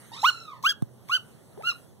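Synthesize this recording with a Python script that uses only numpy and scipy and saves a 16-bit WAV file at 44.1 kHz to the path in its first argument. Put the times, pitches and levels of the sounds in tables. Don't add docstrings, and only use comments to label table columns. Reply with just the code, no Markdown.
import sys
import numpy as np
from scipy import signal
from scipy.fft import rfft, irfft, next_fast_len
from scipy.io import wavfile
from scipy.ndimage import uniform_filter1d, map_coordinates

SR = 44100
rng = np.random.default_rng(int(sys.argv[2]) if len(sys.argv) > 2 else 0)


def digitize_waveform(pressure):
    field = np.atleast_2d(pressure).T
    bounded = np.clip(field, -1, 1)
    quanta = np.round(bounded * 32767).astype(np.int16)
    wavfile.write(sys.argv[1], SR, quanta)


def gain_from_db(level_db):
    decades = np.asarray(level_db, float) / 20
    return 10 ** decades


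N = 88200

# (lag of left port [ms], left over right [dB], breath under voice [dB], echo [dB], flutter [dB])
CALL_SETTINGS = [
    (0.054, -7.5, -17.5, -21.5, 1.5),
    (-0.1334, 12, -11.5, -19.5, 2.83),
    (0.099, 11, -15.5, -17.5, 2),
    (-0.55, -10, -21, -11, 2),
    (0.097, 10.5, -15, -14, 2.5),
    (0.22, -17.5, -16, 0.5, 4.5),
]


def unit(x):
    return x / np.sqrt(np.mean(x ** 2) + 1e-20)


def along(points, hz):
    f, v = np.transpose(points)
    return np.interp(np.log(hz + 1), np.log(f + 1), v)


def wobble(rate_hz):
    knots = rng.standard_normal(int(N * rate_hz / SR) + 4)
    return map_coordinates(knots, [np.arange(N) * rate_hz / SR])


def filtered(x, response):
    m = next_fast_len(N + 8192)
    return irfft(rfft(x, m) * response(np.fft.rfftfreq(m, 1 / SR)), m)[..., :N]


def ports(x, lag_ms, pan_db):
    side = np.array([[1], [-1]]) / 2
    return filtered(x, lambda hz: gain_from_db(pan_db * side) * np.exp(-2j * np.pi * hz * side * lag_ms / 1000))


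def rush(spectrum, patchy_db):
    # (frequency [Hz], correlation [0-1])
    likeness = [(60, 0.95), (300, 0.77), (1000, 0.27), (2500, 0.1), (8000, .1)]
    z = signal.stft(rng.standard_normal((2, N)), nperseg=512)[2]
    field = rng.standard_normal(z.shape[1:])
    field = uniform_filter1d(uniform_filter1d(field, 6, 0), 10, 1)
    pair = signal.istft(z * gain_from_db(patchy_db * unit(field)), nperseg=512)[1][:, :N]

    def mid_side(hz):
        turn = np.arccos(np.clip(along(likeness, hz), -1, 1)) / 2
        return gain_from_db(along(spectrum, hz)) * [np.cos(turn), np.sin(turn)]

    mid, side = filtered(pair, mid_side)
    return unit(np.array([mid + side, mid - side]))


def traffic():
    # (frequency [Hz], density [dB/Hz])
    road_spectrum = [(30, -12), (70, -5.5), (120, 6), (250, -7.5), (500, -12.5), (1000, -24), (1600, -34.5),
                     (3000, -37)]
    level_db, lag_ms = -47, 0.16
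    road = gain_from_db(level_db + 0.5 * wobble(4)) * rush(road_spectrum, patchy_db=0.8)
    return filtered(road, lambda hz: np.exp(-1j * np.pi * hz * [[1], [-1]] * lag_ms / 1000))


def leaves():
    # (time [s], level [dB])
    gusts = [(0, -53.5), (.1, -56), (.3, -50.5), (.6, -72), (.9, -68.5), (1.15, -57.5), (1.5, -64),
             (1.8, -58), (2, -71.5)]
    # (frequency [Hz], density [dB/Hz])
    leaf_spectrum = [(600, -4.5), (1500, 1.5), (3000, -3.5), (6000, -9), (8500, -0.5), (11500, 0),
                     (14000, -14), (15800, -20)]
    gust_db = np.interp(np.arange(N) / SR, *np.transpose(gusts))
    return gain_from_db(gust_db + 0.8 * wobble(2.7)) * rush(leaf_spectrum, patchy_db=3.5)


def drones():
    # (frequency [Hz], half width [Hz], level [dB])
    drone_lines = [
        (123.7, 3.6, -52),
        (226, 5.9, -59),
        (7960, 10, -88),
    ]
    total = 0
    for hz, width_hz, db in drone_lines:
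        line = filtered(rng.standard_normal(N), lambda f: 1 / (1 + ((f - hz) / width_hz) ** 2))
        total = total + gain_from_db(db) * unit(line)
    return total * [[1], [0.9]]


def bird():
    # (start [s], length [s], from [Hz], to [Hz], level [dB])
    tweet = (0, .022, 10000, 9100, -52)
    start_s, length_s, hz, end_hz, db = tweet
    u = np.clip((np.arange(N) / SR - start_s) / length_s, 0, 1)
    return gain_from_db(db) * (1 - u) * np.sin(2 * np.pi * np.cumsum(hz + (end_hz - hz) * u) / SR)


def wall(x):
    # (frequency [Hz], T60 [s])
    wall_t60 = [(500, .25), (1500, 0.25), (4000, 0.17), (12000, 0.075)]
    delay_s = 0.012
    hz, t, z = signal.stft(rng.standard_normal((2, SR // 3)), SR, nperseg=256)
    tail = signal.istft(z * gain_from_db(-60 * t / along(wall_t60, hz)[:, None]), SR, nperseg=256)[1]
    tail = tail / np.linalg.norm(tail[0])
    late = np.pad(x, (round(delay_s * SR), 0))
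    return signal.fftconvolve(late[None], tail, axes=1)[:, :N]


def mew(rows, lag_ms, pan_db, breath_db, echo_db, flutter_db, throat):
    # (frequency [Hz], density [dB/Hz])
    breath_spectrum = [(700, -34), (2000, -4), (4000, 1.5), (6500, 2.5), (9000, -6), (12000, -3.5),
                       (14500, 0), (16000, -14)]
    jitter, breath_lead_s, edge_s = 0.0047, 0.012, 0.0022
    t = np.arange(N) / SR
    s, *cols = np.transpose(rows)
    pitch_hz, level_db, tilt_db = [uniform_filter1d(np.interp(t, s, c), size=150) for c in cols]

    def gate(lead_s):
        return np.clip(np.minimum(t - s[0] + lead_s, s[-1] - t) / edge_s, 0, 1)

    rough = 0.008 * np.maximum(flutter_db - 2, 0)
    scatter = jitter * wobble(300) + rough * wobble(700)
    phase = 2 * np.pi * np.cumsum(pitch_hz * (1 + scatter)) / SR

    k = np.arange(1, 11)[:, None]
    size = gain_from_db(tilt_db * np.log2(k) + along(throat, k * pitch_hz))
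    size = size / np.sqrt(np.sum(size ** 2, 0) / 2)
    size = size * gain_from_db(flutter_db * np.array([wobble(150) for _ in k]))
    tone = np.sum(size * np.sin(k * phase), 0) * gate(0) * gain_from_db(level_db)

    puffs = rng.standard_normal(N) * (1 + 0.23 * np.sin(phase))
    hiss = unit(filtered(puffs, lambda hz: gain_from_db(along(breath_spectrum, hz))))
    soft_db = 0.69 * level_db + 0.5 * level_db.max()
    voice = tone + hiss * gate(breath_lead_s) * gain_from_db(soft_db + breath_db)
    return ports(voice, lag_ms, pan_db) + gain_from_db(echo_db) * wall(voice)


def far_kitten():
    # (time [s], pitch [Hz], level [dB], mouth opening [dB/octave])
    far_mew = [(0.116, 860, -55, -4.5), (.135, 935.4, -49, 1), (0.184, 1289, -51.5, 2.5),
               (0.271, 1417, -44.5, 11.5), (0.348, 1378, -52, 1), (0.432, 1341, -58, 1.5),
               (0.498, 1203, -52.5, -6.5), (0.556, 931, -61, -7), (0.592, 833, -71.5, -1)]
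    # (frequency [Hz], gain [dB])
    far_throat = [(800, 0), (1400, 0), (2000, -2), (2800, -6), (4000, 0), (5500, -10), (8000, -16),
                  (10000, -45)]
    return mew(far_mew, *CALL_SETTINGS[-1], far_throat)


def near_kitten():
    # (time [s], pitch [Hz], level [dB], mouth opening [dB/octave])
    mew_1 = [(0.23, 750.4, -32.5, -53), (0.238, 882, -23, -19), (0.248, 1069, -15, -14),
             (0.256, 1216, -17.5, -7.5), (0.27, 1429, -20.5, -8.5), (0.286, 1492, -18, -7),
             (0.298, 1448, -21.5, -7.5), (0.312, 987, -46, -11)]
    mew_2 = [(0.637, 992, -39, -23), (0.649, 1151, -25, -12.5), (0.669, 1470, -21.5, -7.5),
             (0.683, 1597, -29, -6.5), (0.697, 1665, -21.5, 9.5), (0.709, 1628, -24.5, 0),
             (0.715, 1627, -28, 4), (0.73, 1237, -40.5, -25)]
    mew_3 = [(1.094, 1041, -39.5, -24.5), (1.1, 1110, -33, -11.5), (1.11, 1232, -34.5, -16.5),
             (1.12, 1386, -28, -7.5), (1.135, 1458, -21, -6), (1.149, 1526, -23, -2),
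             (1.167, 1504, -25.5, 1.5), (1.175, 1344, -38.5, -8.5), (1.184, 1194, -53, -8.5)]
    warm_up = [(1.573, 370, -50, -20), (1.579, 385, -41, -20), (1.59, 450, -43, -20),
               (1.603, 640, -44, -19), (1.614, 860, -42, -19), (1.62, 930, -52, -19)]
    mew_4 = [(1.632, 1252, -46.5, -17), (1.65, 1345, -37, -5.5), (1.68, 1435, -25, -7),
             (1.7, 1391, -25, -2), (1.712, 1306, -38, 14), (1.718, 1280, -33.5, 0.5),
             (1.73, 1011, -50.5, -62)]
    # (frequency [Hz], gain [dB])
    near_throat = [(400, 2.5), (1200, -2.5), (2000, -2.5), (3000, 8), (4300, -4), (5800, -12.5),
                   (7000, -31.5), (10000, -54)]
    calls = [mew_1, mew_2, mew_3, warm_up, mew_4]
    return sum(mew(rows, *settings, near_throat) for rows, settings in zip(calls, CALL_SETTINGS))


def bump():
    start_s, start_hz, end_hz, sag_s = 0.8227, 305, 105, 0.0038
    flex_db, t60_s, rise_s = -5.5, 0.045, 0.002
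    scrape_db, scrape_s, scrape_lead_s = -40, 0.001, 0.0008
    left_share = 0.3
    t = np.arange(N) / SR
    u = np.maximum(t - start_s, 0)
    turns = end_hz * u + (start_hz - end_hz) * sag_s * (1 - np.exp(-u / sag_s))
    envelope = gain_from_db(flex_db - 60 * u / t60_s) * (1 - np.exp(-(u / rise_s) ** 2))
    flex = envelope * np.sin(2 * np.pi * turns)
    v = np.maximum(t - start_s + scrape_lead_s, 0) / scrape_s
    grit = filtered(rng.standard_normal((2, N)), lambda hz: 1 + 12 / (1 + (hz / 800) ** 4))
    scrape = gain_from_db(scrape_db) * v * np.exp(1 - v) * grit
    return flex * [[-left_share], [1 - left_share + 0.12]] + scrape


def smacks():
    # (time [s], peak level [dB], frequency [Hz])
    lip_clicks = [
        (1.088, -44, 2300),
        (1.576, -46, 800),
        (1.624, -46, 2200),
        (1.707, -44, 3800),
    ]
    t60_s = 0.008
    t, out = np.arange(N) / SR, 0
    for s, db, hz in lip_clicks:
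        u = np.maximum(t - s, 0)
        ring = np.sin(2 * np.pi * hz * u) + 0.05 * rng.standard_normal(N) * (u > 0)
        out = out + gain_from_db(db - 60 * u / t60_s) * ring
    return ports(out, lag_ms=0.083, pan_db=28.5)


def scene():
    lawn = traffic() + leaves() + drones() + bird()
    return lawn + far_kitten() + near_kitten() + bump() + smacks()


def roll_off(x):
    return signal.sosfilt(signal.butter(12, 16400, fs=SR, output="sos"), x)


def record(dry):
    cross, cross_ms, cross_top_hz, top_hz = 0.88, 0.405, 9000, 15800

    def leak(hz):
        return cross / (1 + (hz / cross_top_hz) ** 4) * np.exp(-2j * np.pi * hz * cross_ms / 1000)

    wide = dry - filtered(dry[::-1], leak)
    mix = filtered(wide, lambda hz: hz < top_hz) * gain_from_db([[-4], [-2.5]])
    return roll_off(mix)


dry = scene()
out = record(dry)
digitize_waveform(out)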